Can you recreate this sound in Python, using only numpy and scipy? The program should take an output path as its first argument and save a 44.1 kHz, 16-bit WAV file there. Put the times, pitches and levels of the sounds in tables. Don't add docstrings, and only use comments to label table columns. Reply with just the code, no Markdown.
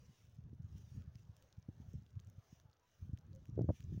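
import sys
import numpy as np
from scipy import signal
from scipy.fft import rfft, irfft
from scipy.io import wavfile
from scipy.ndimage import uniform_filter1d

SR = 44100
rng = np.random.default_rng(int(sys.argv[2]) if len(sys.argv) > 2 else 0)


def output_pcm(signal):
    pcm = np.clip(np.atleast_2d(signal).T, -1, 1) * 32767
    wavfile.write(sys.argv[1], SR, np.round(pcm).astype(np.int16))


N = 176400
TIME = np.arange(N) / SR

# time in seconds, level in dB.
GUST_LEVEL = [(0, -64.5), (.11, -62), (.16, -83), (.2, -76), (.25, -64), (.34, -65.5), (.48, -50.5),
              (.565, -60), (.7, -53), (.8, -56), (.89, -62.5), (.98, -45), (1.11, -65.5), (1.24, -59),
              (1.35, -67.5), (1.45, -71), (1.51, -77.5), (1.62, -61), (1.66, -71), (1.71, -65), (1.75, -58),
              (1.97, -53.5), (2.09, -69), (2.18, -53), (2.22, -60.5), (2.36, -61.5), (2.43, -78.5),
              (2.68, -69), (2.76, -87), (2.95, -82), (3.03, -53), (3.14, -56), (3.24, -63.5), (3.3, -50.5),
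              (3.4, -54), (3.46, -59), (3.51, -51), (3.55, -48.5), (3.62, -40), (3.67, -41), (3.72, -40.5),
              (3.77, -72.5), (3.84, -50.5), (3.9, -48), (3.94, -40), (4, -51.5)]
# frequency in Hz, relative density in dB.
RUMBLE_SPECTRUM = [(20, -35), (40, -15.5), (75, 2), (120, 1), (190, -11), (300, -25), (500, -45),
                   (900, -66.5), (2000, -87)]
EDDY_SPECTRUM = [(60, -25), (160, -0.5), (280, 0.5), (420, -0.5), (650, -25.5), (1400, -58), (3000, -93)]
# frequency in Hz, relative density in dB.
WASH_SPECTRUM = [(20, 10.5), (80, 6), (200, -1), (500, 5), (900, 0), (1600, -3), (2600, -13), (4200, -14.5),
                 (6200, -25), (8000, -34), (13800, -23.5), (15000, -30.5), (16000, -7.5)]
HISS_SPECTRUM = [(500, -26), (1200, -12), (1750, 0), (2250, -2), (3100, 2.5), (4300, -4.5), (5100, -1),
                 (5700, 3), (6500, 1.5), (7800, -13), (9500, -11), (13800, -22.5), (14900, -1), (15800, -7)]
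# time in seconds, level in dB.
WASH_SWELL = [(0, -77), (.4, -80.5), (.9, -78.5), (1.12, -75.5), (1.26, -81.5), (1.42, -74), (1.6, -79),
              (1.85, -76), (2.05, -80), (2.45, -76.5), (2.95, -80), (3.3, -77.5), (4, -81.5)]
HISS_SWELL = [(0, -82), (.14, -77.5), (.28, -81), (.42, -92.5), (.62, -94), (.78, -76.5), (.84, -80.5),
              (.97, -76.5), (1.07, -92.5), (1.2, -82), (1.29, -87.5), (1.43, -81.5), (1.58, -90),
              (1.76, -88), (1.94, -81), (2.11, -89), (2.35, -88), (2.55, -77), (2.68, -94), (2.79, -97),
              (2.9, -82), (3.05, -83), (3.13, -92.5), (3.46, -86), (3.54, -91), (3.69, -86), (3.76, -72.5),
              (3.86, -83), (3.94, -77.5), (4, -83.5)]
# start in seconds, level in dB, treble roll-off in Hz.
PRESSURE_PULSES = [(0.092, -49.5, 114), (0.385, -44.5, 117), (0.461, -50, 190), (0.529, -40, 187),
                   (0.598, -42.5, 116), (0.643, -41.5, 87), (0.722, -43, 100), (0.753, -47, 175),
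                   (0.969, -44.5, 137), (1.004, -43, 131), (1.076, -42.5, 92), (1.154, -45, 113),
                   (1.293, -44.5, 96), (1.581, -39, 94), (1.687, -35, 244), (1.8, -46.5, 163),
                   (1.938, -38.5, 221), (1.952, -36, 109), (2.019, -52.5, 154), (2.167, -38, 104),
                   (2.381, -44.5, 93), (2.527, -50.5, 179), (2.654, -54.5, 98), (3.024, -41.5, 100),
                   (3.092, -44, 187), (3.132, -32.5, 138), (3.49, -41.5, 228), (3.577, -29.5, 328),
                   (3.591, -25, 408), (3.609, -24, 313), (3.642, -30, 248), (3.69, -25, 443),
                   (3.702, -24.5, 380), (3.801, -42.5, 163), (3.922, -31.5, 162), (3.946, -37, 189),
                   (3.975, -36.5, 222)]
# start in seconds, level in dB, band centre in Hz, half-width in octaves.
CLOSE_IMPACTS = [(0.496, -76.5, 3000, 1.7), (0.782, -65, 5400, 1.3), (1.022, -66.5, 3500, 1.3),
                 (1.156, -60, 5000, 0.5), (1.367, -61, 8000, 1.4), (1.425, -62, 7000, 1.6),
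                 (1.527, -61.5, 4400, 0.5), (1.627, -67.5, 5000, 0.5), (1.934, -66, 6500, 0.9),
                 (2.065, -67.5, 3500, 0.52), (2.195, -62.5, 3360, 0.76), (2.2, -60.5, 5500, 1),
                 (2.248, -71, 6030, 0.4), (2.272, -66, 5900, 1), (2.3, -64, 7500, 1.3),
                 (2.6, -62, 5700, 1.3), (2.699, -73.5, 4500, 0.97), (2.731, -67, 4300, 0.13),
                 (3.175, -60.5, 2540, 0.8), (3.188, -64, 4000, 1.2), (3.332, -67, 4400, 0.25),
                 (3.351, -65.5, 5740, 0.76), (3.361, -68, 4900, 1.1), (3.456, -63.5, 3970, 1.5),
                 (3.498, -67.5, 4900, 0.59), (3.619, -65, 5080, 0.2), (3.806, -57.5, 3770, 1.5),
                 (3.827, -64.5, 4200, 1), (3.841, -62, 6170, 0.39)]
# frequency in Hz, relative gain in dB.
IMPACT_SPECTRUM = [(300, -24), (1500, 3), (3200, -0.5), (4300, -7), (6400, 2), (8000, -11.5), (13500, -13),
                   (15300, 3.5), (16500, -5)]
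# start in seconds, length in seconds, pitch in Hz, peak level in dB.
DISTANT_TONES = [(2.64, 0.083, 872, -79), (2.78, 0.12, 980, -81), (3.2, 0.055, 803, -80),
                 (3.325, 0.078, 529, -65)]


def amp(db):
    return 10 ** (np.asarray(db) / 20)


def unit(x):
    return x / np.sqrt(np.mean(x ** 2) + 1e-30)


def spectral_gain(spectrum, hz):
    knots_hz, db = np.transpose(spectrum)
    return amp(np.interp(np.log(hz + 1), np.log(knots_hz + 1), db))


def add(mix, start_s, sound):
    at = round(start_s * SR)
    sound = sound[max(-at, 0):]
    part = mix[max(at, 0):][:len(sound)]
    part += sound[:len(part)]


def wander(rate_hz):
    hz = np.fft.rfftfreq(N, 1 / SR)
    return unit(irfft(rfft(rng.standard_normal(N)) * np.exp(-(hz / rate_hz) ** 2), N))


def patchy_noise(spectrum, patchy_db, size=1024):
    cells = signal.stft(rng.standard_normal(N), nperseg=size)[2]
    patches = uniform_filter1d(rng.standard_normal(cells.shape), size=5, axis=0)
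    patches = unit(uniform_filter1d(patches, size=7, axis=1))
    mottled = signal.istft(cells * amp(patchy_db * patches), nperseg=size)[1][:N]
    return unit(irfft(rfft(mottled) * spectral_gain(spectrum, np.fft.rfftfreq(N, 1 / SR)), N))


def wind(eddy_growth=1.1, reference_gust_db=-47.5):
    gust_db = np.interp(TIME, *np.transpose(GUST_LEVEL))
    eddy_db = -72.5 + eddy_growth * (gust_db - reference_gust_db)
    rumble = patchy_noise(RUMBLE_SPECTRUM, patchy_db=1) * unit(amp(2.1 * wander(rate_hz=41)))
    eddies = patchy_noise(EDDY_SPECTRUM, patchy_db=2) * unit(amp(5 * wander(rate_hz=70)))
    return rumble * amp(gust_db) + eddies * amp(eddy_db)


def still_air():
    wash = patchy_noise(WASH_SPECTRUM, patchy_db=2.5)
    hiss = patchy_noise(HISS_SPECTRUM, patchy_db=3)
    wash_db = np.interp(TIME, *np.transpose(WASH_SWELL))
    hiss_db = np.interp(TIME, *np.transpose(HISS_SWELL)) + wander(rate_hz=45)
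    return wash * amp(wash_db) + hiss * amp(hiss_db)


def microphone_response(hz, cutoff_hz=93, case_hz=111.8, case_q=1.8):
    s, c = 1j * hz / cutoff_hz, 1j * hz / case_hz
    bass_cut = s ** 3 / ((s + 1) * (s * s + s + 1))
    ring = c / case_q / (c * c + c / case_q + 1)
    return bass_cut * (1 + 0.67 * ring)


def thumps(push_delay_s=0.0018, swirl_lead_s=0.0032, swirl_rise_s=0.003, size=8192):
    out, hz = np.zeros(N), np.fft.rfftfreq(size, 1 / SR)
    mic = microphone_response(hz)
    t = (np.arange(size) - size // 2) / SR
    age = np.maximum(t + swirl_lead_s, 0) / swirl_rise_s
    for start_s, db, rolloff_hz in PRESSURE_PULSES:
        push_spectrum = np.exp(-(hz / rolloff_hz) ** 1.614)
        push = np.roll(irfft(push_spectrum * mic), size // 2)
        push *= amp(-0.5) / abs(signal.hilbert(push)).max()
        swirl_band = hz / (hz + rolloff_hz) / (1 + (hz / rolloff_hz / 1.17) ** 4.66)
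        burst = rng.standard_normal(size) * age * np.exp(-age)
        swirl = irfft(rfft(burst) * swirl_band * mic)
        swirl *= amp(-13.5) / np.sqrt(uniform_filter1d(swirl ** 2, size=400).max())
        add(out, start_s + push_delay_s - size / 2 / SR, (push + swirl) * amp(db))
    return out


def tick(centre_hz, octaves, decay_s, size=1024):
    t, hz = np.arange(size // 2) / SR, np.fft.rfftfreq(size, 1 / SR)
    burst = np.r_[np.zeros(size // 2), rng.standard_normal(size // 2) * np.exp(-t / decay_s)]
    detuning = np.log2((hz + 1) / centre_hz) / octaves
    colour = spectral_gain(IMPACT_SPECTRUM, hz) / (1 + detuning ** 2)
    impact = irfft(rfft(burst) * colour)
    return impact / np.sqrt(2 * uniform_filter1d(impact ** 2, size=40).max())


def snowfall(grains_per_s=35, decay_s=0.0006):
    out, count = np.zeros(N), int(grains_per_s * N / SR)
    impacts = [(start_s, db + 1, hz, octaves) for start_s, db, hz, octaves in CLOSE_IMPACTS]
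    for when, weight, colour in rng.random((count, 3)):
        db = -77 + min(-np.log(weight), 3)
        centre_hz = 3450 * 2 ** (1.24 * colour)
        impacts.append((when * N / SR, db, centre_hz, 0.7))
    for start_s, db, centre_hz, octaves in impacts:
        impact = tick(centre_hz, octaves, decay_s)
        lead_s = len(impact) / 2 / SR + decay_s / 2
        add(out, start_s - lead_s, impact * amp(db))
    return out


def far_tones(sag=0.01, waver_depth=0.024):
    out, waver = np.zeros(N), wander(rate_hz=170)
    for start_s, length_s, hz, db in DISTANT_TONES:
        progress = np.arange(0, length_s, 1 / SR) / length_s
        jitter = waver_depth * waver[round(start_s * SR):][:len(progress)]
        pitch_hz = hz * (1 + sag * (0.5 - progress) + jitter)
        envelope = amp(db) * np.sin(np.pi * progress)
        add(out, start_s, envelope * np.sin(2 * np.pi * np.cumsum(pitch_hz) / SR))
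    return out


def scene():
    return (wind() + still_air() + thumps() + snowfall() + far_tones())[None]


def record(dry):
    low_pass = signal.firwin(511, 15900, window=("kaiser", 9), fs=SR)
    return signal.oaconvolve(dry, low_pass[None], "same")


dry = scene()
out = record(dry)
output_pcm(out)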